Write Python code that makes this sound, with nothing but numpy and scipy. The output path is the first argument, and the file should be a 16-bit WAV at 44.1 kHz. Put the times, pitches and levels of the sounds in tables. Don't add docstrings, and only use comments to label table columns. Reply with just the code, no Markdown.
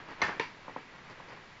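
import sys
import numpy as np
from scipy import signal
from scipy.fft import rfft, irfft
from scipy.io import wavfile

SR = 44100
rng = np.random.default_rng(int(sys.argv[2]) if len(sys.argv) > 2 else 0)


def inscribe(sig):
    pcm = np.round(np.clip(np.atleast_2d(sig).T, -1, 1) * 32767)
    wavfile.write(sys.argv[1], SR, pcm.astype(np.int16))


N = 70560
TIME = np.arange(N) / SR
HZ = np.arange(N // 2 + 1) * SR / N


def cube():
    # t/s, level/dB, contact brightness f/Hz
    landings = [(.2166, -21, 9200), (.2184, -21, 7000), (.2220, -17.5, 4500), (.2295, -35, 3350),
                (.2425, -28, 3010), (.2822, -27, 2100), (.2860, -29, 2300), (.2915, -23.5, 1380)]
    # f/Hz, level/dB
    cube_modes = [(175, -15), (260, -13), (420, -8.5), (705, -7.5), (855, -4.5), (1100, -2), (1600, -15),
                  (1860, -6), (2110, 2), (3200, -11.5), (4100, -5.5), (6050, -9.5)]
    # f/Hz, level/dB
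    cube_spread = [(80, 0), (160, 14), (330, 18.5), (550, 16), (850, 28.5), (1200, 21), (1400, 28),
                   (1650, 34.5), (2200, 26.5), (2900, 18.5), (4200, 14), (5200, 23.5), (6100, 1),
                   (7200, 12)]
    # t/s, level/dB, f/Hz, t60/s
    lid_thump = (.2345, -37.5, 92, .055)
    start_s, db, hz, t60 = lid_thump
    click = np.arange(N) == int(start_s * SR)
    thump = from_db(db) * ring(click, hz, t60)
    clatter = struck(landings, cube_modes, cube_spread, smear_s=0.0009, ring_t60_s=0.018, crunch_db=8.5)
    return clatter + thump


def linkage():
    # t/s, level/dB, contact brightness f/Hz
    knocks = [(.3969, -16, 7000), (.3990, -23.5, 2600), (.4120, -28.5, 3500), (.4216, -31.5, 1700),
              (.4358, -41, 3500)]
    # f/Hz, level/dB
    linkage_modes = [(170, -18.5), (285, -12.5), (450, -10.5), (580, -18), (925, -9), (1170, -14),
                     (1785, -6.5), (2300, -4.5), (2700, -21), (3445, -26), (4100, -13), (5100, -21.5)]
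    # f/Hz, level/dB
    linkage_spread = [(80, -21.5), (160, 20.5), (450, 7), (680, 7), (930, 27), (1350, 11.5), (1800, 27),
                      (2300, 19), (2750, 24.5), (3200, 12), (5000, 12), (7000, -4)]
    return struck(knocks, linkage_modes, linkage_spread, smear_s=0.00016, ring_t60_s=0.022, crunch_db=11)


def cam():
    # t/s, level/dB, contact brightness f/Hz
    taps = [(.086, -42, 3970), (.113, -37, 2020), (.6798, -31, 2600), (.6936, -36, 2600),
            (.7612, -26, 2400), (.773, -47, 1600), (.921, -33, 252), (1.061, -41, 300), (1.095, -52, 3500),
            (1.1998, -37, 2000), (1.32, -43.5, 4000)]
    # f/Hz, level/dB
    panel_modes = [(150, -16), (255, -12.5), (510, -7.5), (700, -12), (890, -1), (1040, -1), (1660, -20),
                   (2220, -13.5)]
    # f/Hz, level/dB
    panel_spread = [(100, 10), (250, 23.8), (500, 25.3), (680, 23), (950, 25.8), (1400, 23.7), (2200, 23.7),
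                    (4000, 9.6), (7000, 2)]
    return struck(taps, panel_modes, panel_spread, smear_s=0.00055, ring_t60_s=0.025, crunch_db=3.5)


def struck(hits, modes, spread, smear_s, ring_t60_s, crunch_db):
    scatter_db = 1.0
    ring_slope = 0.49
    radiation_hz = 141
    pushes = np.array([push(start_s, db, hz, smear_s) for start_s, db, hz in hits])
    all_pushes = pushes.sum(axis=0)
    strengths = from_db(scatter_db * rng.standard_normal((len(hits), len(modes))))
    direct = from_db(crunch_db) * crunch(all_pushes)
    for k, (hz, db) in enumerate(modes):
        t60 = ring_t60_s * (1000 / hz) ** ring_slope
        sign = (-1) ** k
        direct = direct + sign * from_db(db) * ring(strengths[:, k] @ pushes, hz, t60)
    direct = signal.sosfilt(signal.butter(2, radiation_hz, "high", fs=SR, output="sos"), direct)
    reflected = signal.fftconvolve(all_pushes, room_echo(spread))[:N]
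    return direct + reflected


def push(start_s, db, brightness_hz, smear_s):
    bend_step_hz = 900
    steps = np.arange(0, SR / 2, bend_step_hz)
    lateness = smear_s * np.interp(HZ, steps, rng.random(len(steps)))
    delay = int(start_s * SR) / SR + lateness
    phase = 2 * np.pi * (np.cumsum(delay) - delay[0]) * SR / N
    softness = (1 + 1j * HZ / brightness_hz) ** 2
    return from_db(db) * irfft(np.exp(-1j * phase) / softness, N)


def ring(x, hz, t60):
    r, w = from_db(-60 / (t60 * SR)), 2 * np.pi * hz / SR
    return signal.lfilter([0, np.sin(w)], [1, -2 * r * np.cos(w), r * r], x + 1e-18)


def crunch(pushes):
    snaps_per_s, t60_s = 2500, 0.028
    # lowest f/Hz, highest f/Hz
    crunch_band = (1700, 5200)
    happens = rng.random(N) < snaps_per_s / SR
    snaps = rng.standard_normal(N) * happens * from_db(-60 * TIME / t60_s)
    unit_energy_snaps = rms_one(snaps) / np.sqrt(N)
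    shower = signal.fftconvolve(pushes, unit_energy_snaps)[:N]
    return signal.sosfilt(signal.butter(2, crunch_band, "band", fs=SR, output="sos"), shower)


def scraping():
    slips_per_s, slip_spread_db = 400, 3
    # start t/s, length t/s, level/dB
    scrapes = [(0.087, .04, -52), (1.095, 0.03, -52.5), (1.182, .03, -63), (1.283, 0.029, -52),
               (1.319, 0.027, -54), (1.35, .035, -60)]
    # f/Hz, relative level per Hz/dB
    scrape_colour = [(100, -5), (480, 2), (680, -1.5), (900, -1.5), (1500, -8.5), (1950, -0.5),
                     (2400, -3.5), (3100, -33), (4500, -10), (7000, -26)]
    out = np.zeros(N)
    for start, length, db in scrapes:
        count = int(length * slips_per_s) + 1
        times = start + length * (np.arange(count) + rng.random(count)) / count
        sizes = from_db(slip_spread_db * rng.standard_normal(count))
        slips = np.zeros(N)
        slips[(times * SR).astype(int)] = sizes * rng.choice([-1, 1], count)
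        out += from_db(db) * np.sqrt(length * SR / N) * coloured(slips, scrape_colour)
    return out


def rubbing():
    grains_per_s, grain_spread_db = 2200, 1.5
    # t/s, level/dB
    rub_level = [(0, -49), (.06, -55), (.093, -46), (.165, -54.5), (.21, -43.5), (.26, -40), (.48, -55),
                 (.58, -60), (.66, -53.5), (.85, -62.5), (.95, -54), (1.04, -57.5), (1.115, -51.5),
                 (1.155, -56.5), (1.19, -50), (1.235, -56.5), (1.325, -49.5), (1.41, -55.5), (1.6, -72)]
    # f/Hz, relative level per Hz/dB
    rub_colour = [(60, -11.5), (150, -7.5), (450, -4), (680, -6), (1050, -3), (1450, -6), (2050, -9.5),
                  (3000, -15), (4800, -30.5), (7000, -44)]
    sizes = from_db(grain_spread_db * np.minimum(rng.exponential(1, N), 4))
    signs = rng.choice([-1, 1], N)
    slips = sizes * signs * (rng.random(N) < grains_per_s / SR)
    level = from_db(np.interp(TIME, *np.transpose(rub_level)))
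    return level * coloured(slips, rub_colour)


def room_echo(colour):
    gap_s, build_s = 0.003, 0.001
    # f/Hz, t60/s
    room_t60 = [(150, 0.83), (500, 0.13), (1000, 0.25), (2000, 0.28), (4000, 0.35), (7000, 0.39)]
    white = rfft(rng.standard_normal(N)) * lingering()
    edges = np.geomspace(70, 9000, 26)
    late = np.maximum(TIME - gap_s, 0)
    build_up = 1 - np.exp(-late / build_s)
    out = 0
    for low, high in zip(edges, edges[1:]):
        hz = np.sqrt(low * high)
        fade = from_db(-60 * late / at_hz(room_t60, hz))
        band = irfft(white * ((HZ >= low) & (HZ < high)), N) * fade * build_up
        out = out + from_db(at_hz(colour, hz)) * rms_one(band) * np.sqrt(2 * (high - low) / SR / N)
    return out


def lingering():
    width_hz = 26
    # f/Hz, lift/dB
    resonances = [(885, 2.5), (1640, 6), (1875, 2.5), (1937, 5), (2086, -0.5), (2280, 5.5)]
    gain = 1
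    for hz, db in resonances:
        gain = gain + (from_db(db) - 1) / (1 + (2 * (HZ - hz) / width_hz) ** 2)
    return gain


def room_hiss():
    level_db = -53.5
    # f/Hz, relative level per Hz/dB
    hiss_colour = [(25, 8), (50, -7), (100, 5), (150, 5.5), (320, -0.5), (700, -2.5), (950, 0.5),
                   (1400, -1), (2100, 0.5), (3100, -6.5), (4500, -10), (7000, -20)]
    return from_db(level_db) * coloured(rng.standard_normal(N), hiss_colour)


def coloured(x, spectrum):
    gain = from_db(at_hz(spectrum, HZ)) * lingering()
    return rms_one(irfft(rfft(x) * gain, N))


def at_hz(points, hz):
    f, value = np.transpose(points)
    return np.interp(np.log(hz + 1e-9), np.log(f), value)


def rms_one(x):
    return x / np.sqrt(np.mean(x ** 2) + 1e-20)


def from_db(db):
    return 10 ** (np.asarray(db) / 20)


def scene():
    return (cube() + linkage() + cam() + scraping() + rubbing() + room_hiss())[None]


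def record(dry):
    cutoff_hz = 7350
    return signal.sosfilt(signal.ellip(10, .3, 75, cutoff_hz, fs=SR, output="sos"), dry)


dry = scene()
out = record(dry)
inscribe(out)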